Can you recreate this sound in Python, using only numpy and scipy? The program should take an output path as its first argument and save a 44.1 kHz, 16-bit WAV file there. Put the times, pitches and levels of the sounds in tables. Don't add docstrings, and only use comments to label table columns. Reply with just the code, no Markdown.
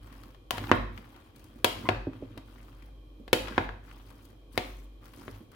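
import sys
import numpy as np
from scipy import signal
from scipy.fft import rfft, irfft
from scipy.io import wavfile
from scipy.ndimage import uniform_filter1d

SR = 44100
rng = np.random.default_rng(int(sys.argv[2]) if len(sys.argv) > 2 else 0)


def generate_wav(sig):
    pcm = np.round(np.clip(np.atleast_2d(sig).T, -1, 1) * 32767).astype(np.int16)
    wavfile.write(sys.argv[1], SR, pcm)


N = 244755

# (frequency [Hz], gain [dB])
HISS_EQ = [(24, -30), (40, -3), (109, -6), (176, -18), (297, -10.5), (831, -23), (1070, -28.5), (2150, -36),
           (2380, -37.5), (2770, -36), (3140, -30.5), (7360, -44.5), (14500, -43.5), (16000, -56)]
# (centre [Hz], width [Hz], level [dB])
HISS_BANDS = [(298, 82, -66), (520, 110, -73), (1120, 130, -76), (2417, 170, -79), (3190, 190, -76),
              (4050, 130, -86), (14450, 350, -89)]
# (time [s], level [dB])
DRONE_LEVELS = [(0, -49), (0.35, -55), (0.9, -46.5), (1.25, -70), (1.65, -52), (2.2, -55.5), (2.9, -49),
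                (3.3, -51.5), (3.5, -47), (3.8, -53.5), (3.9, -51), (4.33, -58), (4.75, -44), (5.2, -57),
                (5.35, -50.5), (5.5, -82)]
# (start [s], length [s], rub [dB], wetness re rub [dB], bulk re rub [dB])
STROKES = [(0.0, 0.3, -57, -8.5, -0.5), (0.51, 0.24, -45, -11.5, 3), (0.91, 0.35, -58, -10, -6),
           (1.335, 0.27, -61.5, -6.5, 0.5), (1.74, 0.13, -48.5, -11, 7.5), (2.099, 0.3, -59, -18.5, 6),
           (2.441, 0.43, -62, -7, 0.5), (3.407, 0.21, -44, -18, -5.5), (3.823, 0.19, -57, -9.5, -3),
           (4.031, 0.28, -63, -3.5, 1), (4.509, 0.19, -53, -4, -2.5), (4.722, 0.12, -68, 1, 8),
           (5.002, 0.34, -58, -8, -1.5), (5.133, 0.25, -63, -2.5, 4), (5.508, 0.048, -55, -7.5, 4.5)]
# (frequency [Hz], gain [dB])
RUMBLE_EQ = [(45, -29.5), (70, -22.5), (85, -8.5), (104, 2.5), (130, -7.5), (180, -27), (400, -58.5)]
TUMBLE_EQ = [(100, -28), (170, -5), (240, 4.5), (300, 4), (400, -7), (600, -11.5), (900, -41),
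             (2000, -48.5)]
RUB_EQ = [(400, -23), (750, -4.5), (1100, 0), (1700, -5), (2400, -8), (3300, -10.5), (4500, -18),
          (7000, -31.5), (12000, -44.5)]
CRACKLE_EQ = [(2000, -21.5), (4500, 3.5), (7500, -2.5), (10000, 1.5), (13000, 0.5), (16000, 2)]
CHATTER_EQ = [(150, -20), (700, 6.5), (2000, 3), (14000, -2)]
# (time [s], tap [dB], wet snap [dB])
TICKS = [(0.126, -57, -61), (0.235, -55, -59), (0.346, -58.5, -71), (0.572, -44.5, -53),
         (0.639, -42.5, -65), (0.976, -46.5, -64), (1.043, -61, -87), (1.162, -57.5, -67.5),
         (1.361, -65.5, -57), (1.442, -70.5, -57.5), (2.132, -53.5, -92), (2.558, -58.5, -87),
         (2.824, -62.5, -65.5), (3.472, -43, -78), (3.482, -39, -75), (3.642, -47, -70),
         (3.912, -52.5, -73), (4.103, -58.5, -63), (4.252, -69, -56.5), (5.056, -62.5, -57),
         (5.135, -57.5, -80), (5.517, -64, -61)]
# (time [s], level [dB])
PLOPS = [(0.255, -54), (0.624, -45), (0.985, -47.5), (1.556, -49.5), (3.197, -48.5), (3.506, -40),
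         (4.116, -62), (5.282, -46), (5.405, -48.5)]
# (time [s], level [dB], muffling [dB], low weight [dB],
# main ring [Hz], ring re crack [dB], left minus right [dB], push on table [dB])
KNOCKS = [(0.5081, -34, 0.5, -5, 2940, 15, 0, -54), (0.5811, -40.5, 3.5, -1.5, 1660, -1, -1, -61),
          (0.6943, -42.5, 10.5, -9, 1290, 15, -4, -69.5), (0.7155, -19, 11, -0.5, 1069, 22, -1, -37.5),
          (1.6454, -24, 0.5, -0.5, 3250, 12.5, 0.5, -58), (1.8892, -24, 8.5, -0.5, 2620, 12, -0.5, -40),
          (2.377, -54, 1, -6, 1650, 13, -2.5, -80), (3.2797, -51.5, 4.5, 1.5, 1600, 7, -0.5, -70.5),
          (3.3304, -24, 1, 4.5, 508, 10.5, 0.5, -49), (3.5799, -24.5, 11, -1.5, 764, 11, -1.5, -42.5),
          (3.6911, -42.5, 12.5, -4, 1650, 24, 3, -74), (4.5773, -29.5, 3.5, 1, 2117, 12, 2, -64.5),
          (5.2805, -47, 10, 3.5, 1060, 28, 0.5, -63.5)]
# (frequency [Hz], level re crack [dB], T60 [s])
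BOWL_MODES = [(97.2, 16.5, 0.13), (249, 10.5, 0.052), (352, 6.5, 0.053), (510, 6, 0.031), (723, 13, 0.13),
              (970, 8.5, 0.021), (1430, 3, 0.039), (1600, 7, 0.11), (1975, 0, 0.11), (2530, 9, 0.04),
              (3120, 3.5, 0.018), (3860, 2.5, 0.0053), (4480, 1.5, 0.0098), (10000, 8, 0.0053),
              (11810, 7.5, 0.0027), (13400, 5.5, 0.0041), (15200, 2, 0.0048)]
# (delay [s], gain [dB])
NEAR_ECHOES = [(.0012, -5.5), (.0027, -1.5), (.0043, -15.5)]
# (centre [Hz], level on bare glass [dB], gain per weight [dB/dB], loss per muffling [dB/dB])
KNOCK_BANDS = [(140, -9.5, 0.8, -.5), (438, 0.5, 1, 0), (950, -0.5, -0.5, 0), (1760, -1, 0, 0.0141),
               (3570, 2, 0.05, 1.15), (5960, -6.5, 0, 1.69), (12000, -3, 0.03, 3)]
BAND_EDGES_HZ = [70, 280, 650, 1400, 2600, 4800, 8500, 16000]
# (time [s], length [s], start pitch [Hz], end pitch [Hz], level [dB])
SQUEAKS = [(1.849, .034, 990, 1150, -41), (.52, .055, 940, 980, -47)]
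# (time [s], level [dB])
ROCKS = [(2.0695, -22.5), (2.2235, -28.5), (2.373, -36)]
# (frequency [Hz], T60 [s])
KITCHEN_T60 = [(100, 1), (300, 0.39), (700, 0.38), (1500, 0.48), (3000, 0.47), (6000, 0.49), (14000, 0.39)]
# (frequency [Hz], gain [dB])
KITCHEN_EQ = [(100, -10), (300, -4.5), (700, -3.5), (1500, -7.5), (3000, -7), (6000, -6.5), (14000, -11)]
# (frequency [Hz], left minus right [dB])
BALANCE = [(100, 0.5), (400, -3.5), (700, -0.5), (1200, 0.5), (2000, 9.5), (3500, 10.5), (6500, 5.5),
           (12000, 17)]
# (frequency [Hz], coherence [0-1])
NEAR_COHERENCE = [(300, 0.96), (600, 0.44), (1500, 0.17), (3500, 0.14), (8000, 0.15)]
ROOM_COHERENCE = [(150, 0.83), (350, 0.92), (700, 0.16), (1300, 0), (16000, 0.032)]


def amp(db):
    return 10 ** (np.asarray(db) / 20)


def unit_rms(x):
    return x / np.sqrt(np.mean(x ** 2) + 1e-20)


def attack_db(x):
    return 10 * np.log10(np.mean(x[:, :round(.015 * SR)] ** 2) + 1e-20)


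def at_level(x, db):
    return x * amp(db - attack_db(x))


def since(onset_s):
    return np.maximum(np.arange(N) / SR - onset_s, 0)


def add(mix, time_s, sound):
    part = mix[:, round(time_s * SR):][:, :sound.shape[1]]
    part += sound[:, :part.shape[1]]


def bins_hz(x):
    return np.fft.rfftfreq(x.shape[-1], 1 / SR)


def curve_at(points, hz):
    points_hz, values = np.transpose(points)
    return np.interp(np.log(hz + 1), np.log(points_hz), values)


def colour(x, eq):
    return irfft(rfft(x) * amp(curve_at(eq, bins_hz(x))), x.shape[-1])


def colour_causal(x, eq):
    log_gain = np.log(amp(curve_at(eq, bins_hz(x))))
    mirrored = np.r_[log_gain, log_gain[-2:0:-1]]
    phase = -signal.hilbert(mirrored).imag[:len(log_gain)]
    return irfft(rfft(x) * np.exp(log_gain + 1j * phase))


def bandpass(x, low_hz, high_hz, order=3):
    return signal.sosfilt(signal.butter(order, [low_hz, high_hz], "band", fs=SR, output="sos"), x)


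def stereo_noise(n, coherence, envelope=1):
    noise = envelope * rng.standard_normal((2, n))
    angle = np.arccos(np.clip(curve_at(coherence, bins_hz(noise)), -1, 1)) / 2
    mid, side = rfft(noise) * np.array([np.cos(angle), np.sin(angle)])
    return irfft(np.array([mid + side, mid - side]), n)


def room_hiss(floor_db=-59.5):
    out = amp(floor_db) * unit_rms(colour(stereo_noise(N, ROOM_COHERENCE), HISS_EQ))
    spectrum = rfft(stereo_noise(N, ROOM_COHERENCE))
    for hz, width_hz, db in HISS_BANDS:
        peak = 1 / (1 + (2 * (bins_hz(out) - hz) / width_hz) ** 2)
        out += amp(db) * unit_rms(irfft(spectrum * peak, N))
    return out


def drone(pitch_hz=47.9, waver_hz=1.1, swell_peak_s=.098, swell_sharpness=6):
    level = amp(np.interp(np.arange(N) / SR, *np.transpose(DRONE_LEVELS)))
    for time_s, *_, push_db in KNOCKS:
        age = since(time_s) / swell_peak_s
        level += amp(push_db) * (age * np.exp(1 - age)) ** swell_sharpness
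    waver = unit_rms(colour(rng.standard_normal(N), [(5, 13.5), (12, -28.5), (40, -100)]))
    phase = 2 * np.pi * np.cumsum(pitch_hz + waver_hz * waver) / SR
    return level * np.sqrt(2) * np.sin(phase)


def stroke_gains(rise_s=.04, settle_s=.045, ease_db_per_s=9):
    gains = np.zeros((3, N))
    for start_s, length_s, rub_db, wet_db, bulk_db in STROKES:
        t = since(start_s)
        push = np.minimum(t / rise_s, 1) * np.exp(-since(start_s + length_s) / settle_s)
        ease = amp(-ease_db_per_s * (t - length_s / 2))
        gains += amp([[rub_db + bulk_db], [rub_db], [rub_db + wet_db]]) * push * ease
    return gains


def table_rumble(blow_db=3, tumble_db=-6, floor_db=-64, decay_s=.067):
    level = amp(floor_db) + amp(tumble_db) * stroke_gains()[0]
    for time_s, *_, push_db in KNOCKS:
        t = since(time_s)
        level += amp(push_db + blow_db) * (t > 0) * np.exp(-t / decay_s)
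    return level * unit_rms(colour(rng.standard_normal(N), RUMBLE_EQ))


def grains(eq, rate_per_s, spread_db, decay_samples=30):
    sizes = amp(spread_db * np.minimum(rng.exponential(1, N), 4))
    hits = rng.random(N) < rate_per_s / SR
    bursts = signal.lfilter([1], [1, -np.exp(-1 / decay_samples)], sizes * hits)
    return unit_rms(colour(stereo_noise(N, NEAR_COHERENCE, bursts), eq))


def squelch(x, depth_db=2.8, patch_s=.025, patch_hz=1000):
    frames = signal.stft(x, SR, nperseg=256)[2]
    patches = rng.standard_normal(frames.shape[1:])
    patches = uniform_filter1d(patches, size=round(patch_hz * 256 / SR), axis=0)
    patches = uniform_filter1d(patches, size=round(patch_s * SR / 128), axis=1)
    frames *= amp(depth_db * unit_rms(patches))
    return unit_rms(signal.istft(frames, SR, nperseg=256)[1][:, :N])


def stirring(tumble_db=-2, rub_db=-3.5, crackle_db=-1):
    tumble, rub, crackle = stroke_gains()
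    bumps = grains(TUMBLE_EQ, rate_per_s=700, spread_db=1.5)
    slips = squelch(grains(RUB_EQ, rate_per_s=1600, spread_db=2.0))
    snaps = squelch(grains(CRACKLE_EQ, rate_per_s=1200, spread_db=2.9))
    return amp(tumble_db) * tumble * bumps + amp(rub_db) * rub * slips + amp(crackle_db) * crackle * snaps


def ticks(tap_trim_db=-1, tap_rise_s=.0008, tap_decay_s=.004, snap_trim_db=-3, snap_decay_s=.0036):
    out, t = np.zeros((2, N)), np.arange(SR // 20) / SR
    for time_s, tap_db, snap_db in TICKS:
        noise = stereo_noise(len(t), NEAR_COHERENCE)
        tap = colour(noise, RUB_EQ) * (1 - np.exp(-t / tap_rise_s)) * np.exp(-t / tap_decay_s)
        snap = colour(noise, CRACKLE_EQ) * np.exp(-t / snap_decay_s)
        add(out, time_s, at_level(tap, tap_db + tap_trim_db) + at_level(snap, snap_db + snap_trim_db))
    return out


def plops(rise_s=.003, decay_s=.013):
    out, t = np.zeros((2, N)), np.arange(SR // 8) / SR
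    envelope = (1 - np.exp(-t / rise_s)) * np.exp(-t / decay_s)
    for time_s, db in PLOPS:
        bump = colour(stereo_noise(len(t), NEAR_COHERENCE), TUMBLE_EQ)
        add(out, time_s, at_level(bump * envelope, db))
    return out


def spoon_contact(t, chatter_db=2, decay_s=.0043):
    burst = stereo_noise(len(t), NEAR_COHERENCE) * np.exp(-t / decay_s)
    chatter = colour(burst, CHATTER_EQ) * np.sqrt(2 / (decay_s * SR)) * (t < .1)
    return (t == 0) + amp(chatter_db) * chatter


def bowl_ring(t, ring_hz, ring_db, ring_cycles=12, base_t60_s=.0024, spread_hz=1800):
    out = np.zeros((2, len(t)))
    for hz, db, t60_s in BOWL_MODES + [(ring_hz, ring_db, base_t60_s + ring_cycles / ring_hz)]:
        phase = rng.uniform(-.81, 1, (2, 1)) * min(hz / spread_hz, 1)
        decay_per_s = np.log(1000) / t60_s
        envelope = 2 * decay_per_s / SR * amp(db) * np.exp(-decay_per_s * t)
        out += envelope * np.cos(2 * np.pi * hz * t + phase)
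    return out


def knock(bands_db, ring_hz, ring_db, echoes):
    t = np.arange(2 ** 14) / SR
    contact = spoon_contact(t)
    blow = contact.copy()
    for delay_s, db in echoes:
        paths_s = rng.uniform(.78, 1.15, 2) * delay_s
        for side, path_s in enumerate(paths_s):
            blow[side] += amp(db) * np.roll(contact[side], round(path_s * SR))
    blow += bowl_ring(t, ring_hz, ring_db)
    centres_hz = np.transpose(KNOCK_BANDS)[0]
    for _ in range(2):
        now_db = [attack_db(bandpass(blow, *edges)) for edges in zip(BAND_EDGES_HZ, BAND_EDGES_HZ[1:])]
        blow = colour_causal(blow, np.column_stack([centres_hz, bands_db - now_db]))
    return colour_causal(blow, [(30, -22), (90, 0)])


def knocks(echoes, ring_trim_db=0):
    out = np.zeros((2, N))
    _, bare_db, weight_slope, muffle_slope = np.transpose(KNOCK_BANDS)
    for time_s, level_db, muffle_db, weight_db, ring_hz, ring_db, left_db, _ in KNOCKS:
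        bands_db = level_db + bare_db + weight_db * weight_slope - muffle_db * muffle_slope
        blow = knock(bands_db, ring_hz, ring_db + ring_trim_db, echoes)
        add(out, time_s, blow * amp([[left_db / 2], [-left_db / 2]]))
    return out


def squeaks(harmonic_step_db=-10, pitch_jitter=.06, roughness=.4):
    out = np.zeros((2, N))
    for time_s, length_s, start_hz, end_hz, db in SQUEAKS:
        n = round(length_s * SR)
        wobble, grip = unit_rms(uniform_filter1d(rng.standard_normal((2, SR)), size=60))[:, :n]
        hz = np.linspace(start_hz, end_hz, n) * (1 + pitch_jitter * wobble)
        phase = 2 * np.pi * np.cumsum(hz) / SR
        tone = sum(amp(harmonic_step_db * k) * np.sin((k + 1) * phase) for k in range(3))
        envelope = (1 + roughness * grip) * signal.windows.tukey(n, .5)
        add(out, time_s, np.tile(amp(db) * unit_rms(tone * envelope), (2, 1)))
    return out


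def bowl_rocks(thud_hz=262, sweep_hz=290, sweep_s=.003, rise_s=.001, decay_s=.013,
               boom_hz=107, boom_decay_s=.014, boom_db=-6, scuff_db=-10):
    out, t = np.zeros((2, N)), np.arange(SR // 4) / SR
    rise, decay = 1 - np.exp(-t / rise_s), np.exp(-t / decay_s)
    hz = thud_hz + sweep_hz * np.exp(-t / sweep_s)
    thud = np.sin(2 * np.pi * np.cumsum(hz) / SR) * decay
    boom = amp(boom_db) * np.sin(2 * np.pi * boom_hz * t) * np.exp(-t / boom_decay_s)
    for time_s, db in ROCKS:
        scuff = amp(scuff_db) * unit_rms(bandpass(rng.standard_normal(len(t)), 110, 620, order=4)) * decay
        add(out, time_s, np.tile(amp(db) * (thud + boom + scuff) * rise, (2, 1)))
    return out


def kitchen_reverb(x, predelay_s=.0052, build_s=.0051):
    hz, t, frames = signal.stft(stereo_noise(SR, ROOM_COHERENCE), SR, nperseg=256)
    frames *= amp(-60 * t / curve_at(KITCHEN_T60, hz)[:, None])
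    tail = signal.istft(frames, SR, nperseg=256)[1][:, :SR]
    onset = np.clip((np.arange(SR) / SR - predelay_s) / build_s, 0, 1)
    response = colour(unit_rms(tail) / np.sqrt(SR), KITCHEN_EQ) * onset
    return signal.fftconvolve(x, response, axes=1)[:, :N]


def lean_left(x):
    ratio = amp(curve_at(BALANCE, bins_hz(x)))
    gains = np.array([ratio, np.ones_like(ratio)]) * np.sqrt(2 / (1 + ratio ** 2))
    return irfft(rfft(x) * gains, x.shape[-1])


def scene(small_send_db=-1, rocks_send_db=-5):
    small = ticks() + plops() + stirring() + squeaks()
    rocks = bowl_rocks()
    far_knocks = knocks(echoes=[], ring_trim_db=-2.5)
    room = kitchen_reverb(far_knocks + amp(small_send_db) * small + amp(rocks_send_db) * rocks)
    direct = lean_left(knocks(NEAR_ECHOES) + small + rocks)
    return direct + room + drone() + table_rumble() + room_hiss()


def record(dry, low_cut_hz=30, high_cut_hz=16150):
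    high_pass = signal.butter(4, low_cut_hz, "high", fs=SR, output="sos")
    clipped = np.clip(signal.sosfilt(high_pass, dry), -1, 1)
    low_pass = signal.firwin(255, high_cut_hz, window=("kaiser", 8), fs=SR)
    return signal.oaconvolve(clipped, low_pass[None], "same", axes=1)


dry = scene()
out = record(dry)
generate_wav(out)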